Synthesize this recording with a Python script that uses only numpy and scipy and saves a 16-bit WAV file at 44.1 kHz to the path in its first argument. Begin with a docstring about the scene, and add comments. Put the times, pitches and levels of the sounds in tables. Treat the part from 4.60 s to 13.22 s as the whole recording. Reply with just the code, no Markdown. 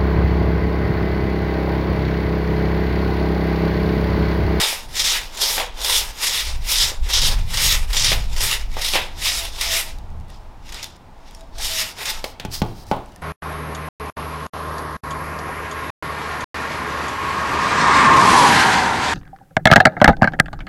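"""A long, dull handsaw works through a log on a sawhorse in an open shed: noise shaped as tearing fibres,
with uneven bites, catches and wavering tones of the pinched blade.
The saw pauses, takes a few last strokes, and the cut piece cracks off, drops and bounces on paving,
heard as ringing wood modes, ticks and sliding grit.
Close by, wind buffets the microphone with low noise; far traffic is a steady, duller noise bed."""
import sys
import numpy as np
from scipy import signal
from scipy.fft import rfft, irfft, next_fast_len
from scipy.io import wavfile
from scipy.ndimage import uniform_filter1d

SR = 44100
rng = np.random.default_rng(int(sys.argv[2]) if len(sys.argv) > 2 else 0)


def master(y):
    """Save y as 16-bit WAV."""
    cut = np.clip(np.atleast_2d(y).T, -1, 1)
    pcm = np.round(cut * 32767)  # scale
    wavfile.write(sys.argv[1], SR, pcm.astype(np.int16))


N = 380120
T = np.arange(N) / SR  # time [s]

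# Saw strokes. Each row: full speed reached in s, time held in s, rasp level in dB then, rasp level in dB
# when slowing, rise in dB per s, fall in dB per s, and where growl, log body and fine hiss level off, in dB;
# all levels before the random bites.
STROKES = [(-0.05, 0.15, -19.5, -21.5, 250, 162, -26, -32.5, -28),
           (0.394, 0.13, -20, -18.5, 274, 174, -29.5, -37, -32),
           (0.821, 0.15, -20.5, -26.5, 269, 184, -31, -34, -22.5),
           (1.237, 0.15, -23.5, -18.5, 262.5, 208, -28.5, -36.5, -21),
           (1.671, 0.13, -18.5, -19, 199, 166, -26.5, -35.5, -25),
           (2.102, 0.13, -22.5, -16.5, 273.5, 193, -26.5, -36.5, -26),
           (2.44, .03, -39.5, -38, 400, 200, -36, -54, -42),
           (2.537, 0.13, -15.5, -18.5, 303, 179, -27, -36, -26),
           (2.971, 0.16, -23.5, -19.5, 193, 221, -23, -40, -24),
           (3.373, 0.12, -19, -19, 286, 181, -28.5, -36.5, -30.5),
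           (3.808, 0.12, -21.5, -24, 224, 213, -29.5, -37.5, -12),
           (4.243, 0.12, -22, -24, 218, 186, -25.5, -36, -32),
           (4.651, 0.14, -23, -23, 195, 185, -25.5, -40, -16),
           (4.935, 0.026, -39, -37, 292, 202.5, -33, -41.5, -36),
           (5.014, 0.14, -20.5, -22, 602, 149, -7, -39.5, -24),
           (5.7, 0.048, -57, -56, 600, 119, -57, -63, -65),
           (6.095, 0.14, -41.5, -34, 300, 220, -19, -35, -51),
           (6.65, 0.12, -60, -50.5, 152, 133, -48, -45, -49),
           (7.029, .19, -26, -25, 344, 194, -29.5, -40.5, -8),
           (7.384, 0.12, -35, -27.5, 478, 179, -30, -36.5, -20)]
# Teeth that catch hard. Each row: time in s, drive level in dB.
CATCHES = [(0.395, -32), (0.4414, -42), (0.7721, -30), (0.814, -25), (1.2456, -28), (1.6676, -22),
           (2.489, -31), (2.5341, -25), (2.617, -20), (2.972, -20), (3.331, -21), (3.3677, -19.5),
           (3.445, -16), (3.7638, -29), (3.8057, -31), (4.2148, -29), (4.246, -25), (5.011, -18.5),
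           (6.091, -45), (6.123, -31), (6.2282, -29), (6.9825, -33), (7.045, -38), (7.456, -22)]
# The pinched blade sings. Each row: start in s, length in s, first pitch in Hz, middle level in dB.
SINGING = [(4.687, .03, 703, -39.5), (4.79, .07, 686, -40), (4.968, 0.048, 693, -51),
           (5.06, 0.11, 674, -36.5), (5.198, 0.088, 658, -48), (6.79, 0.04, 660, -50),
           (6.98, .025, 670, -46), (7.118, 0.052, 657, -39), (7.228, .04, 640, -42),
           (7.482, 0.081, 882, -35.5)]
# The freed blade sounds on. Each row: pitch in Hz, middle level in dB.
FREED_BLADE = [(3900, -64)]
# When it does so: first row the start in s, last row the end in s.
FREED_SPAN = [(8.03,), (8.29,)]
# Bark and chips sliding on paving. Each row: start in s, length in s, middle level in dB at start and at end.
SLIDES = [(7.655, 0.11, -38.5, -65), (7.921, 0.02, -35, -30.5), (7.934, 0.071, -29.5, -40.5),
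          (8.04, 0.198, -56.5, -50), (8.266, 0.047, -55, -47), (8.345, 0.27, -57, -68)]
# The fallen piece tumbles after a bounce. Each row: time in s, drive level in dB.
TUMBLES = [(7.85, -33), (8.029, -23.5), (8.32, -27)]
# Knocks of wood. Each row: time in s, drive levels in dB of crack, ring and thud, splinter tail in dB
# relative to the crack, rattle in dB relative to the ring.
KNOCKS = [(0.128, -23, -27, -48, -20, -9), (0.9682, -13, -39, -53, -19, -7),
          (0.9798, -13, -24.5, -55, -14, -3), (0.9989, -12.5, -27, -56.5, -17.5, -4.5),
          (2.318, -40, -31, -50, -20, -16), (3.5177, -8, -20, -54, -21, -5.5),
          (3.529, -9.5, -42, -51, -28, -20), (4.1684, -24, -23.5, -34, -22, -9),
          (4.336, -8.5, -25.5, -46, -12.5, 0.5), (4.355, -10, -18, -62, -10, -7.5),
          (7.642, -11.5, -23, -53, -29, -9.5), (7.7983, -19, -33, -34, -18.5, -9),
          (7.85, -20, -26.5, -19.5, -43, -17), (8.0181, -14.5, -16, -6.5, -33, -12),
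          (8.314, -21, -9, -12.5, -15, -10.5)]
# Small ticks of chips and twigs. Each row: time in s, drive level in dB, pitch in Hz.
TICKS = [(5.386, -30, 3740), (5.5034, -42, 1930), (5.609, -40, 2740), (5.684, -39, 1960),
         (5.702, -29, 1870), (5.76, -40, 3220), (6.0591, -40, 5640), (6.1444, -16, 5030),
         (6.2428, -12, 3530), (6.71, -32, 3290), (6.7486, -24, 5500), (6.809, -30, 3830), (8.24, -40, 3900),
         (8.2678, -32, 4040), (8.286, -33, 1830), (8.46, -35, 2600), (8.5214, -37, 2860),
         (8.561, -27, 1800)]
# Wind on the microphone. Each row: time in s, middle rumble level in dB, flutter in dB relative to rumble.
WIND = [(0.0, -25, -18), (0.04, -38, -17), (0.38, -32, -16), (0.91, -39.5, -13), (1.01, -29.5, -33),
        (1.3, -37, -11), (1.39, -28.5, -16), (1.63, -40.5, -17), (1.65, -30, -27), (1.78, -35.5, -9.5),
        (1.97, -16, -20.5), (2.13, -36, -11), (2.23, -17.5, -14.5), (2.35, -29, -16), (2.42, -13, -31),
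        (2.5, -28, -20), (2.64, -11.5, -11.5), (2.9, -24, -6.5), (3.38, -19, -22.5), (3.45, -23.5, -10),
        (3.84, -16, -18.5), (3.91, -26.5, -15), (4.08, -24.5, -23), (4.32, -29, -14.5), (5.09, -32, -14.5),
        (5.47, -30, -10), (5.52, -25.5, -4.5), (5.76, -39.5, -14), (6.12, -33, -13.5), (6.39, -47.5, -3.5),
        (7.06, -30, -18.5), (7.32, -50, 3.5), (7.61, -34.5, -18), (7.78, -50.5, 2), (7.9, -34.5, -1),
        (8.62, -45.5, -6)]
# Tone of the torn fibres, split at 2800 Hz into growl and rasp. Each row: frequency in Hz, relative dB per Hz.
RASP_TONE = [(710, -34), (1200, -10.5), (1610, -14), (1910, -4), (2540, -5.5), (3750, 1), (4320, -4.5),
             (5200, 0), (6420, -7), (9000, -18), (11700, -33), (19800, -120)]
# Tone of the fine hiss. Each row: frequency in Hz, relative dB per Hz.
HISS_TONE = [(4710, -40), (8000, -2), (9040, -1), (10200, -1.5), (11300, -1), (11800, 0), (13900, -4),
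             (15800, -10.5)]
# Tone of the shaken log. Each row: frequency in Hz, relative dB per Hz.
BODY_TONE = [(160, -48), (280, -53), (354, -2.5), (536, -1), (736, -3), (895, 4.5), (1200, -5), (1700, -2),
             (2210, -31), (3740, -120)]
# Modes of the saw blade. Each row: frequency in Hz, width in Hz, middle gain in dB.
BLADE_MODES = [(2280, 87, -19), (3540, 120, -13), (4700, 2200, -14.5), (6870, 230, -7.5), (10880, 230, -5)]
# Modes of the wood, the first for the thud. Each row: frequency in Hz, relative level in dB (unused for the
# thud), time to fall 60 dB in s.
LOG_MODES = [(185, 0, 0.026), (419.5, -2, 0.11), (526, 2.5, 0.048), (780, 7.5, 0.071), (855, 4.5, 0.17),
             (1140, -42, .15), (1455, 1, 0.083), (1920, 3, 0.02)]
# Tone of the far traffic. Each row: frequency in Hz, relative dB per Hz.
TRAFFIC_TONE = [(90, -21), (180, -3), (260, -5.5), (480, -10.5), (880, -4), (1100, -11), (1600, -18),
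                (4000, -27), (8000, -35.5), (15500, -43)]

GROWL_DB, BODY_DB, HISS_DB = -44.5, -44.5, -49.5  # levels while the saw is slow and the rasp is at -40 dB
HISS_STEEPNESS = 1.21  # dB of hiss per dB of rasp: it starts and stops more abruptly
STICK_S, STICK_DB = 0.018, -4.5  # the blade hangs for a moment before a catch breaks loose
SAG_HZ_PER_S, SING_FADE_S = 100, .035
UPPER_DB = -4.5  # modes of the wood above 1300 Hz
FAINT_TICKS_PER_S, FAINT_TICK_DB = 6, -45.5  # drive level before random sizes
TUMBLE_T60_S = 0.34
TRAFFIC_DB = -47.5  # middle level
CLIP = 0.65  # ceiling of the soft clipping, full scale = 1
TOP_HZ = 15800


def undb(db):
    """Amplitude of a level in dB."""
    return 10 ** (np.asarray(db) / 20)


def unit(x):
    """Scale to rms 1."""
    return x / np.sqrt(np.mean(x ** 2))


def noise():
    """White noise over the whole scene."""
    return rng.standard_normal(N)


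def curves(table):
    """Columns of a table joined by straight lines in time."""
    s, *columns = np.transpose(table)
    return [np.interp(T, s, c) for c in columns]


def inside(start, end, fade_s=.015):
    """1 from start to end, fading to 0 outside."""
    return np.clip(np.minimum(T - start, end - T) / fade_s + 1, 0, 1)


def colour(x, points):
    """Shape a noise by (Hz, dB) points joined over log frequency; rms 1."""
    size = next_fast_len(N)
    hz = np.maximum(np.arange(size // 2 + 1) * SR / size, 1)
    f, db = np.transpose(points)
    gain = undb(np.interp(np.log(hz), np.log(f), db))
    return unit(irfft(rfft(x, size) * gain, size)[:N])


def humps(x, shapes):
    """Parts of a sound under bell curves (Hz, width Hz), without phase shift, so that they add back cleanly."""
    size = next_fast_len(N)
    hz, spectrum = np.arange(size // 2 + 1) * SR / size, rfft(x, size)
    return [irfft(spectrum * np.exp(-.5 * ((hz - f) / width) ** 2), size)[:N] for f, width in shapes]


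def band(x, lo_hz, hi_hz):
    """Butterworth band-pass."""
    return signal.sosfilt(signal.butter(2, [lo_hz, min(hi_hz, .45 * SR)], "band", fs=SR, output="sos"), x)


def ring(x, hz, t60):
    """One decaying mode, struck by x."""
    pole = np.exp(2j * np.pi * hz / SR - np.log(1000) / (t60 * SR))
    return signal.lfilter([1], [1, -pole], x).imag


def fade(x, t60):
    """Every spike starts an exponential decay."""
    return signal.lfilter([1], [1, -np.exp(-np.log(1000) / (t60 * SR))], x)


def spikes(times, db):
    """Single-sample blows."""
    out = np.zeros(N)
    np.add.at(out, (np.asarray(times) * SR).astype(int), undb(db))
    return out


def walk(rate):
    """Random levels held 1 / rate s and smoothed twice; rms 1."""
    k = int(SR / rate)
    steps = np.repeat(rng.standard_normal(N // k + 1), k)
    return unit(uniform_filter1d(uniform_filter1d(steps, k), k)[:N])


def grains(rate, spread_db, most_db):
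    """Snaps at random moments, rate per s, a few larger than the rest."""
    when, size, sign = rng.random((3, N))
    size_db = np.minimum(-spread_db * np.log(size + 1e-9), most_db)
    return (when < rate / SR) * undb(size_db) * (sign - .5)


def even(x, span_s, share):
    """Flatten part of a noise's own swells."""
    power = uniform_filter1d(x ** 2, int(span_s * SR))
    return unit(x / (power + .02) ** (share / 2))


def holds(*columns):
    """Level in dB of events that rise, hold on a slope and fall; the loudest one counts. Also its index."""
    start, length, first_db, last_db, rise, fall = (np.reshape(c, (-1, 1)) for c in columns)
    since = T[::32] - start
    db = first_db + (last_db - first_db) * np.clip(since / length, 0, 1)
    db = db + rise * np.minimum(since, 0) - fall * np.maximum(since - length, 0)
    return np.interp(T, T[::32], db.max(axis=0)), np.repeat(db.argmax(axis=0), 32)[:N]


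def shaken_blade():
    """Tearing fibres drive the blade; its free length changes, so modes come and go and its colour wanders."""
    fibres = unit(grains(9000, 2.3, 7.5)) + 1.03 * noise()
    shake = fibres.copy()
    modes = humps(fibres, [(hz, width / 2) for hz, width, _ in BLADE_MODES])
    for mode, (_, _, db) in zip(modes, BLADE_MODES):
        shake += undb(db + 5.0 * walk(13)) * mode
    centres = 1500 * 2 ** np.arange(0, 3.4, 1 / 3)  # a third of an octave apart
    for patch in humps(fibres, [(hz, hz / 9) for hz in centres]):
        shake += 0.15 * walk(30) * patch
    # thin overtones of the steel flash up for a moment
    for tone in humps(fibres, [(hz, 45) for hz in rng.uniform(4200, 14500, size=18)]):
        shake += 1.36 * np.maximum(walk(15) - .8, 0) * tone
    return shake


def saw():
    """Tearing fibres shake blade and log; the pressure jumps as tooth groups bite and then eases."""
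    *course, growl_top, body_top, hiss_top = np.transpose(STROKES)
    rasp_db, stroke = holds(*course)

    def follow(slow_db, top_db, steepness=1):
        """Follow the rasp at low speed and level off at full speed, with random swells."""
        slow = undb(steepness * (rasp_db + 40) + slow_db)
        return (slow ** -2. + undb(top_db[stroke]) ** -2.) ** -.5 * undb(2.07 * walk(12))

    growl_gain = follow(GROWL_DB, growl_top)
    body_gain = follow(BODY_DB, body_top)
    hiss_gain = follow(HISS_DB, hiss_top, HISS_STEEPNESS)

    nips = np.abs(grains(60, 4, 9))
    bites = unit(1 + 1.1 * uniform_filter1d(fade(nips, 0.018), size=150)) * undb(2.1 * walk(35))

    shake = shaken_blade()
    low = [row for row in RASP_TONE if row[0] < 2800]
    high = [row for row in RASP_TONE if row[0] > 2800]
    growl = colour(shake, low + [(2900, low[-1][1]), (3500, -47)])
    rasp = colour(shake, [(2400, -34.5), (3100, high[0][1] - 3)] + high)
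    hiss = colour(shake, HISS_TONE)
    body = colour(unit(grains(2500, 2.5, 11.0)) + .5 * noise(), BODY_TONE) * undb(0.62 * walk(45))
    steady = bites * (undb(rasp_db) * rasp + growl_gain * growl + hiss_gain * hiss + body_gain * body)

    s, catch_db = np.transpose(CATCHES)
    stick = int(STICK_S * SR)
    hang = uniform_filter1d(spikes(s - STICK_S / 2, 0 * s), stick) * stick
    steady *= undb(STICK_DB * uniform_filter1d(np.minimum(hang, 1), size=130))
    # a catch builds up within about three milliseconds
    catch = uniform_filter1d(fade(spikes(s, catch_db), 0.025), size=140)
    return steady + catch * (rasp + undb(-10.5) * growl + undb(-9.5) * hiss)


def wind():
    """Low wind rumble on the microphone, its random swells flattened so the table sets the level;
    a faster flutter lies on top."""
    rumble_db, flutter_db = curves(WIND)
    rumble = colour(noise(), [(6, -31.0), (16, 15.5), (28, 3), (50, 0.5), (75, -10.0), (120, -62.5)])
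    flutter = colour(noise(), [(45, -39.5), (70, 0.5), (120, -7.0), (250, -24), (500, -72.5)])
    buffets = undb(2.6 * walk(10)) * even(rumble, 0.09, 0.99)
    buffets += undb(flutter_db + 3.0 * walk(12)) * even(flutter, 0.19, 0.5)
    return undb(rumble_db) * buffets


def traffic():
    """Far traffic blurs into one noise that swells slightly."""
    return undb(TRAFFIC_DB + 1.0 * walk(2.1)) * colour(noise(), TRAFFIC_TONE)


def ticks():
    """Tiny dry clicks of chips and twigs with a little pitch each, and fainter unpitched ones at random."""
    s, db, _ = np.transpose(TICKS)
    faint = undb(FAINT_TICK_DB) * np.abs(grains(FAINT_TICKS_PER_S, 3, 8))
    out = fade(spikes(s, db - 8.5) + faint, 0.0074) * unit(band(noise(), 2000, 10500))
    for when, level, hz in TICKS:
        out += ring(spikes([when], [level - 15]), hz, 0.044)
    return out


def knocks():
    """A sharp crack with splinters, the ringing modes of the wood, a rattle of contact and a low thud."""
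    s, crack_db, ring_db, thud_db, tail_db, rattle_db = np.transpose(KNOCKS)
    crack = colour(noise(), [(900, -12.5), (1500, -4), (4000, -4.5), (8000, -18), (15500, -25)])
    splinters = colour(noise(), [(1000, -7.5), (2000, 3), (3500, 3.5), (5000, -10.5), (15500, -26.5)])
    out = fade(spikes(s, crack_db - 5.5), 0.034) * crack
    out += fade(spikes(s, crack_db + tail_db), 0.27) * splinters
    # the thud follows the crack by a few milliseconds
    thud_hz, _, thud_t60 = LOG_MODES[0]
    out += undb(4.5) * ring(spikes(s + 0.0018, thud_db), thud_hz, thud_t60)
    out += undb(-13.5) * ring(spikes(s + 0.0046, thud_db), 118, 0.31)
    # each blow lands elsewhere and weighs the modes anew
    tilt = 2.5 * np.tanh(rng.standard_normal((len(s), len(LOG_MODES))))
    for k, (hz, db, t60) in enumerate(LOG_MODES[1:]):
        mode_db = db - 12.5 + (hz > 1300) * UPPER_DB
        out += ring(spikes(s, ring_db + mode_db + tilt[:, k]), hz, t60)
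    out += band(ring(spikes(s, ring_db + 4.5), 590, 0.014), 280, 4000)  # the short clack of the contact
    rattle = colour(noise(), [(150, -34), (300, -13.5), (550, 8.5), (900, 7.0), (1150, 2), (2500, -38)])
    return out + fade(spikes(s, ring_db + rattle_db), 0.28) * rattle


def singing():
    """Bending modes of the blade: rubbed into a wavering, sagging tone, then sounding faintly once lifted out."""
    out = np.zeros(N)
    freed = inside(FREED_SPAN[0][0], FREED_SPAN[-1][0])
    for hz, db in FREED_BLADE:
        out += freed * undb(db + 2.0 * walk(17)) * unit(band(noise(), hz - 40, hz + 40))
    for s, length, hz, db in SINGING:
        pitch = hz - SAG_HZ_PER_S * np.clip(T - s, 0, length) + 8 * walk(40)
        level = inside(s, s + length, SING_FADE_S) * undb(db + 4.5 * walk(30))
        out += level * np.sin(2 * np.pi * np.cumsum(pitch) / SR)
    return out


def slide():
    """Gritty scraping of bark on stone, and the dull rumble of the rolling piece."""
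    grit = colour(unit(grains(6000, 2.5, 7)) + 0.5 * noise(),
                  [(1500, -11.5), (3000, -8), (5000, 1), (7000, -8.5), (15500, -13.0)])
    level_db, _ = holds(*np.transpose(SLIDES), 1040, 1500)  # rise and fall in dB per s
    rumble = colour(grains(300, 2.4, 11.0), [(60, -23), (110, 3), (200, -3.5), (400, -4.0), (900, -43)])
    roll = uniform_filter1d(fade(spikes(*np.transpose(TUMBLES)), TUMBLE_T60_S), size=1300)
    return undb(level_db + 2.2 * walk(36)) * grit + roll * rumble


def shed(x, t60, wet_db):
    """Brick wall and roof return a short, dull tail."""
    t = np.arange(SR // 2) / SR
    decay = np.exp(-np.log(1000) * t / t60) * (t > .008)  # the first return takes 8 ms
    tail = band(rng.standard_normal(len(t)), 150, 4900) * decay
    return x + undb(wet_db) * signal.fftconvolve(x, tail / np.sqrt(np.sum(tail ** 2)))[:N]


def scene():
    """Saw and wood sound within the shed; traffic and wind reach the microphone without its tail."""
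    sawing = shed(saw() + singing(), 0.24, -19)
    falling_wood = shed(knocks() + ticks() + slide(), 0.41, -17.5)
    return (sawing + falling_wood + traffic() + wind())[None]


def record(dry):
    """The phone rounds the loudest peaks and cuts the top."""
    rounded = CLIP * np.tanh(dry / CLIP)
    return signal.sosfilt(signal.ellip(10, .2, 90, TOP_HZ, fs=SR, output="sos"), rounded)


dry = scene()
out = record(dry)
master(out)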